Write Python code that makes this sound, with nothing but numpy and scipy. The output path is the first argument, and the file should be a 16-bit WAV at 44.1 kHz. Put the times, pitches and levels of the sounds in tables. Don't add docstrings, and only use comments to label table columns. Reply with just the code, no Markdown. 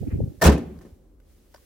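import sys
import numpy as np
from scipy import signal
from scipy.io import wavfile

SR = 44100
rng = np.random.default_rng(int(sys.argv[2]) if len(sys.argv) > 2 else 0)


def generate_wav(sig):
    pcm = np.round(np.clip(np.atleast_2d(sig).T, -1, 1) * 32767).astype(np.int16)
    wavfile.write(sys.argv[1], SR, pcm)


def ratio(d):
    e = np.asarray(d, float) / 20
    return 10 ** e


N = 72765

# frequency in Hz, left-right likeness 0-1.
LIKENESS = [(50, 0.87), (200, 0.9), (700, 0.26), (2000, 0.42), (8000, 0.018)]

# middle in seconds, level in dB, frequency in Hz, phase in turns 0-1.
PUFFS = [(0.010, -28, 101, 0.07), (0.025, -27.5, 184, 0.93), (0.031, -32, 470, 0.32),
         (0.032, -38.5, 650, 0.46), (0.04, -27.5, 90, 0.1), (0.082, -23.5, 261, 0.57),
         (0.206, -38, 733, 0.4), (0.089, -23, 83, 0.13), (0.102, -43, 243, 0.62), (0.129, -23, 214, 0.98),
         (0.138, -15, 76, 0.49), (0.159, -21.5, 130, 0.53), (0.175, -20.5, 87, 0.74),
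         (0.187, -24, 130, 0.05), (0.194, -24, 294, 0), (0.206, -23, 482, 0.01), (0.218, -16, 87, 0.73),
         (0.229, -24.5, 238.5, 0.3), (0.241, -15.5, 117, 0.09), (0.265, -30.5, 220, 0.15),
         (0.28, -24, 106, 0.05), (0.304, -34.5, 148, 0.35), (0.322, -36, 280, 0.99), (0.385, -40.5, 81, 0),
         (0.784, -34.5, 76, 0.24), (0.93, -37, 71, 0.45)]
# middle in seconds, level in dB, frequency in Hz.
EDDIES = [(0.018, -26, 167), (0.037, -36, 114), (0.052, -34, 86), (0.074, -23.5, 236), (0.12, -34, 134),
          (0.129, -32, 123), (0.148, -25.5, 193), (0.159, -26, 333), (0.161, -27, 160), (0.19, -24.5, 150),
          (0.205, -22, 166), (0.206, -28, 403), (0.218, -23, 112), (0.239, -24, 129), (0.261, -38, 173),
          (0.279, -32, 113), (0.304, -45, 258), (0.304, -35.5, 80)]
# time in seconds, level in dB.
GUST_LEVEL = [(0, -45.5), (.13, -38.5), (.25, -36.5), (.33, -48.5), (.4, -54.5), (.5, -84.5)]
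# time in seconds, left minus right in dB.
GUST_PAN = [(0, -4.5), (.045, -11), (.09, 2), (.17, -2), (.245, 2), (.28, -5), (.4, -5), (.9, 0)]
# frequency in Hz, density in dB per Hz.
GUST_SPECTRUM = [(30, -7), (150, -3.5), (400, -6), (700, -32.5)]
# frequency in Hz, left-right likeness 0-1.
GUST_LIKENESS = [(30, .3), (300, .1)]
PUFF_CYCLES, PUFF_MIN_S = 0.3, 0.0011
EDDY_BOOST_DB, GUST_LUMPS_DB = 3.0, 2.2

# frequency in Hz, density in dB per Hz.
TOWN = [(34, -17), (46, 2), (70, -11.5), (113, -21.5), (200, -25.5), (290, -17), (480, -27), (700, -37),
        (1500, -47.5)]
# frequency in Hz, density in dB per Hz.
HISS = [(590, -33.5), (1000, -6.5), (1320, -3), (2080, -3.5), (12300, -5), (16000, -4.5)]
# time in seconds, level in dB.
HISS_LEVEL = [(0, -65), (.2, -68.5), (.4, -69), (.9, -71.5), (1.0, -78), (1.19, -82.5), (1.3, -71),
              (1.5, -72.5), (1.55, -67.5), (1.65, -67.5)]
TOWN_DB, HISS_BOOST_DB = -55.5, 4.0

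# middle in seconds, half length in seconds, level in dB, frequency in Hz.
SCRAPES = [
    (0.077, 0.0076, -62, 2200),
    (0.117, 0.013, -53, 2030),
    (0.131, 0.035, -61, 2300),
]

# time in seconds, then rattle, panel and latch levels in dB.
CONTACTS = [(0.401, -71.5, -61, -59), (0.413, -40.5, -43.5, -44), (0.416, -34.5, -40.5, -29),
            (0.419, -28.5, -35.5, -21.5), (0.423, -31, -35, -24), (0.438, -24.5, -37.5, -34.5),
            (0.447, -25, -20.5, -36), (0.456, -25, -10.5, -27.5), (0.464, -23, -23, -27),
            (0.475, -34, -17.5, -29.5), (0.492, -35.5, -23.5, -34)]
# time in seconds, then rattle, panel and latch levels in dB.
ECHOES = [
    (0.518, -34.5, -36, -38),
    (0.545, -50.5, -23.5, -61),
    (0.576, -47.5, -30.5, -45),
    (0.615, -62, -36.5, -53),
    (0.811, -60, -66, -59.5),
    (0.85, -63.5, -43, -63),
]
# time in seconds, level in dB.
PUSHES = [
    (0.444, -32.5),
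    (0.457, -11.5),
    (0.4687, -18.5),
    (0.481, -30.5),
]
# frequency in Hz, level in dB, T60 in seconds.
BOOM_MODES = [(71, 0, .4), (67.6, -1, .44)]
# frequency in Hz, level in dB, T60 in seconds.
SEAT_MODES = [(200, -1.5, 0.063), (289.4, -13.5, 0.13), (173.4, -15, 0.18)]
# frequency in Hz, level in dB, T60 in seconds.
PANEL_MODES = [(130, -11, 0.12), (176.8, -3.5, 0.24), (220.7, -3.5, 0.21), (243, -13, 0.44),
               (318.7, -9, 0.14), (353.7, -4.5, 0.12), (409, -6.5, 0.24), (470, -15, 0.1483),
               (537.7, -11, .16)]
# frequency in Hz, level in dB, T60 in seconds.
LATCH_MODES = [(492.4, -7.5, 0.064), (645.8, 2.5, 0.14), (1028, -1, .05), (1264, -12, 0.15),
               (1545, -6, 0.04), (1792, 2, 0.067)]
# frequency in Hz, density in dB per Hz.
RATTLE = [(59, -33), (100, -16), (129, -7), (891, -15.5), (1330, -18.5), (2990, -26.5), (5530, -25.5),
          (16000, -29.5)]
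# frequency in Hz, T60 in seconds.
RATTLE_T60 = [(100, 0.14), (300, 0.35), (1000, .2), (4000, 0.15), (15000, 0.056)]
# loudest moment in seconds, level in dB, frequency in Hz.
CLATTER = [(0.423, -34, 5354), (0.428, -30.5, 4223), (0.428, -34.5, 6530), (0.438, -21, 7360),
           (0.439, -34.5, 4170), (0.441, -24.5, 5694), (0.447, -30.5, 3383), (0.449, -27, 5560),
           (0.454, -33, 3373), (0.456, -23.5, 2520), (0.456, -24.5, 6614), (0.457, -28.5, 4017),
           (0.463, -28.5, 5102), (0.468, -35.5, 8240), (0.47, -30, 3404), (0.472, -32, 5800),
           (0.472, -33.5, 7515), (0.476, -29.5, 2670), (0.479, -24, 4060), (0.482, -35, 5580),
           (0.497, -40.5, 4700), (0.52, -37.5, 2720), (0.529, -43, 3180), (0.565, -41, 2524)]
# loudest moment in seconds, level in dB, frequency in Hz.
CLANGS = [(0.423, -15.5, 687), (0.424, -26, 1845), (0.427, -16, 960), (0.440, -22, 712),
          (0.458, -18.5, 906), (0.462, -20.5, 532), (0.445, -20.5, 318.8), (0.473, -21.5, 765),
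          (0.474, -26, 1874), (0.479, -24, 1526), (0.493, -31.5, 1750), (0.497, -23, 960),
          (0.512, -27, 444), (0.527, -33.5, 488)]
SEAT_S, CLATTER_RISE_S, CLANG_RISE_S = 0.4874, 0.0027, 0.004037
GRAINS_PER_S, GRAIN_SPREAD_DB, GRAIN_SHARE = 5000, 2.0, 0.18
ECHO_DULL_HZ = 9000

# frequency in Hz, density in dB per Hz.
LANE = [(90, -3.5), (200, -1), (500, -12.5), (1200, -31.5), (2500, -26), (6000, -38), (15000, -52.5)]
# frequency in Hz, T60 in seconds.
LANE_T60 = [(60, 0.88), (300, 1), (1000, 0.98), (4000, .5), (15000, .4)]
# loudest moment in seconds, level in dB, frequency in Hz.
SWELLS = [
    (0.549, -24, 166.7),
    (0.574, -25.5, 287.4),
    (0.605, -31, 239.6),
    (0.664, -36, 164),
    (0.701, -40.5, 369.5),
    (0.721, -39.5, 214.8),
    (0.756, -40, 170.5),
    (0.862, -64, 192),
]
LANE_DB, LANE_START_S, LANE_RISE_S, SWELL_RISE_S = -26, 0.43, 0.0075, 0.01395

# time in seconds, then high ring, low ring and snap levels in dB.
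TICKS = [
    (0.789, -66, -59, -58.5),
    (1.201, -87, -76, -64),
    (1.542, -66.5, -51, -55),
    (1.544, -66, -56, -60),
    (1.546, -54.5, -51, -53),
    (1.559, -67, -59, -64.5),
    (1.562, -60, -54.5, -64.5),
    (1.571, -68.5, -76, -64),
]
# frequency in Hz, level in dB, T60 in seconds.
TICK_HIGH_MODES = [(3360, 1.5, 0.0085), (4850, 9, 0.007), (5600, 7, 0.0089), (8370, -11, 0.0035)]
# frequency in Hz, level in dB, T60 in seconds.
TICK_LOW_MODES = [(620, -3, .015), (1050, 1, .02), (1500, -1, .02), (1800, -4, .02)]
# loudest moment in seconds, level in dB, frequency in Hz.
TAPS = [
    (1.202, -61.5, 1490),
    (1.217, -72.5, 2113),
    (1.547, -41, 605),
    (1.547, -43.5, 987),
    (1.552, -46, 630),
    (1.560, -54, 1760),
    (1.562, -53, 4769),
    (1.581, -55, 1087),
]
SNAP_T60_S, TAP_RISE_S = 0.028, 0.0016

LOW_CUT_HZ, TOP_CUT_HZ, PEAK_LIMIT = 36, 16450, 1.05


def rms_one(x):
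    return x / np.sqrt(np.mean(x ** 2) + 1e-20)


def in_time(rows):
    return np.interp(np.arange(N) / SR, *np.transpose(rows))


def at_hz(points, hz):
    table_hz, values = np.array(points)[:, 0], np.array(points)[:, 1]
    return np.interp(np.log(hz), np.log(table_hz), values)


def drift(rate_hz):
    r = np.exp(-80 * np.pi * rate_hz / SR)
    white = rng.standard_normal(N // 40 + 2002)
    slow = signal.lfilter([1], [1, -2 * r, r * r], white)[2000:]
    return np.interp(np.arange(N) / 40, np.arange(len(slow)), rms_one(slow))


def clicks(s, gain):
    out = np.zeros(N)
    np.add.at(out, (np.asarray(s) * SR).astype(int), gain)
    return out + 1e-18


def ring(x, hz, t60_s):
    r, w = ratio(-60 / (t60_s * SR)), 2 * np.pi * hz / SR
    return signal.lfilter([0, np.sin(w)], [1, -2 * r * np.cos(w), r * r], x)


def dying(x, t60_s, rise_s):
    r, a = ratio(-120 / (t60_s * SR)), np.exp(-1 / (rise_s * SR))
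    energy = signal.lfilter([1], [1, -r], x ** 2)
    return np.sqrt(np.abs(signal.lfilter([1 - a], [1, -a], energy)))


def bands(spectrum, envelope, patchy_db, white=None, likeness=LIKENESS):
    out, edges = 0, 25 * 2 ** np.arange(0, 9.6, 0.5)
    white = rng.standard_normal((2, 2, N)) if white is None else white
    centres = np.sqrt(edges[1:] * edges[:-1])
    inside = (centres > spectrum[0][0] / 1.2) & (centres < spectrum[-1][0] * 1.2)
    power = ratio(2 * at_hz(spectrum, centres)) * np.diff(edges) * inside
    total = np.sqrt(np.sum(power) * 4 / SR)
    for k in np.flatnonzero(inside):
        band = signal.butter(2, edges[k:k + 2], "band", fs=SR, output="sos")
        mid, side = signal.sosfilt(band, white[k % 2])
        alike = np.clip(at_hz(likeness, centres[k]), 0, 1)
        gain = ratio(at_hz(spectrum, centres[k]) + patchy_db * drift(20)) * envelope(centres[k])
        out = out + gain * (np.sqrt(1 + alike) * mid + np.sqrt(1 - alike) * side * [[1], [-1]])
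    return out / total


def struck(s, db, modes, spread_db):
    out = np.zeros((2, N))
    luck = rng.standard_normal((len(s), len(modes), 3))
    for k, (hz, mode_db, t60_s) in enumerate(modes):
        gain = ratio(db + mode_db + spread_db * luck[:, k, 0]) * np.sign(luck[:, k, 1])
        wide = np.sqrt(1 - np.clip(at_hz(LIKENESS, hz), 0, 1)) * luck[:, k, 2] * 0.25
        out += ring(clicks(s, gain), hz, t60_s)
        out += ring(clicks(s, gain * wide), hz + hz / 30, t60_s) * [[1], [-1]]
    return out


def pings(rows, rise_s):
    out, luck = np.zeros((2, N)), rng.standard_normal((len(rows), 2))
    age = np.arange(int(12 * rise_s * SR)) / SR / rise_s
    shape = np.where(age < 1, np.sin(np.pi / 2 * age) ** 2, np.exp((1 - age) / 2.04))
    for (s, db, hz), (turn, lean) in zip(rows, luck):
        unlike = 1 - np.clip(at_hz(LIKENESS, hz), 0, 1)
        apart = np.array([[1], [-1]]) * np.clip(lean, -1, 1) * unlike
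        tone = ratio(db) * shape * np.sin(2 * np.pi * (hz * rise_s * age + turn) + apart)
        start = int((s - rise_s) * SR)
        out[:, start:start + len(age)] += tone[:, :N - start]
    return out


def puff(middle_s, db, hz, turn):
    t = np.arange(N) / SR - middle_s
    width_s = PUFF_MIN_S + PUFF_CYCLES / hz
    return ratio(db) * np.exp(-0.5 * (t / width_s) ** 2) * np.cos(2 * np.pi * (hz * t + turn))


def wind():
    puffs = sum(puff(*row) for row in PUFFS)
    eddies = sum(puff(s, db + EDDY_BOOST_DB, hz, rng.random()) for s, db, hz in EDDIES)
    level = ratio(in_time(GUST_LEVEL) + GUST_LUMPS_DB * drift(21))
    gust = level * bands(GUST_SPECTRUM, lambda hz: 1, 1.8, likeness=GUST_LIKENESS)
    gust = signal.sosfilt(signal.butter(6, 850, fs=SR, output="sos"), gust)
    pan = ratio(np.array([[0.5], [-0.5]]) * in_time(GUST_PAN))
    return (puffs + gust) * pan + eddies * [[1], [-1]]


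def town_and_hiss():
    town = ratio(TOWN_DB) * bands(TOWN, lambda hz: 1, 1.6)
    hiss = ratio(in_time(HISS_LEVEL) + HISS_BOOST_DB) * bands(HISS, lambda hz: 1, 0.39)
    return town + hiss


def hinge():
    t, out = np.arange(N) / SR, 0
    for s, half_s, db, hz in SCRAPES:
        rub = ring(ring(rng.standard_normal((2, N)), hz, 0.002), hz, 0.002)
        out = out + ratio(db) * np.exp(-0.5 * ((t - s) / half_s) ** 2) * rms_one(rub)
    return out


def boom():
    push_s, push_db = np.transpose(PUSHES)
    bay = sum(ratio(db) * ring(clicks(push_s, ratio(push_db)), hz, t60_s) for hz, db, t60_s in BOOM_MODES)
    seat = sum(ring(clicks([SEAT_S], ratio(db)), hz, t60_s) for hz, db, t60_s in SEAT_MODES)
    both = bay + seat
    return both + 0.065 * np.roll(both, 150) * [[1], [-1]]


def rattle(s, rattle_db):
    grains = (rng.random(N) < GRAINS_PER_S / SR) * ratio(GRAIN_SPREAD_DB * np.minimum(rng.exponential(1, N), 4))
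    grainy = np.sqrt(1 - GRAIN_SHARE + GRAIN_SHARE * rms_one(grains) ** 2)
    white = rng.standard_normal((2, 2, N)) * grainy
    direct = np.arange(len(s)) < len(CONTACTS)
    hits = clicks(s, ratio(rattle_db + 8.5) * direct)
    echoes = clicks(s, ratio(rattle_db + 6.5) * ~direct)

    def envelope(hz):
        t60_s = at_hz(RATTLE_T60, hz)
        near = dying(hits, t60_s, 0.0012 + 2.1 / hz)
        far = dying(echoes, 1.28 * t60_s, 0.0035) / np.hypot(1, hz / ECHO_DULL_HZ)
        return np.hypot(near, far)

    return bands(RATTLE, envelope, 1.7, white)


def hood():
    s, rattle_db, panel_db, latch_db = np.transpose(CONTACTS + ECHOES)
    panel = signal.lfilter([0.15], [1, -0.85], struck(s, panel_db, PANEL_MODES, 1.86))
    latch = struck(s, latch_db, LATCH_MODES, 0.7)
    loose = rattle(s, rattle_db) + pings(CLATTER, CLATTER_RISE_S)
    return boom() + panel + latch + loose + pings(CLANGS, CLANG_RISE_S)


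def lane():
    start = clicks([LANE_START_S], ratio(LANE_DB))
    tail = bands(LANE, lambda hz: dying(start, at_hz(LANE_T60, hz), LANE_RISE_S), 1.0)
    return tail + pings(SWELLS, SWELL_RISE_S)


def ticks():
    s, high_db, low_db, snap_db = np.transpose(TICKS)
    noise = signal.lfilter([1], [1, -0.5], rng.standard_normal((2, N)))
    snap = dying(clicks(s, ratio(snap_db)), SNAP_T60_S, 0.00033) * noise
    rings = struck(s, high_db, TICK_HIGH_MODES, 1.26) + struck(s, low_db, TICK_LOW_MODES, 1.0)
    return rings + snap + pings(TAPS, TAP_RISE_S)


def scene():
    return wind() + town_and_hiss() + hinge() + hood() + lane() + ticks()


def band_limit(x):
    return signal.sosfilt(signal.butter(12, 16660, fs=SR, output="sos"), x)


def record(dry):
    bass_cut = signal.sosfilt(signal.butter(2, LOW_CUT_HZ, "high", fs=SR, output="sos"), dry)
    rounded = PEAK_LIMIT * np.tanh(bass_cut / PEAK_LIMIT)
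    mix = signal.sosfilt(signal.cheby2(20, 60, TOP_CUT_HZ, fs=SR, output="sos"), rounded)
    return band_limit(mix)


dry = scene()
out = record(dry)
generate_wav(out)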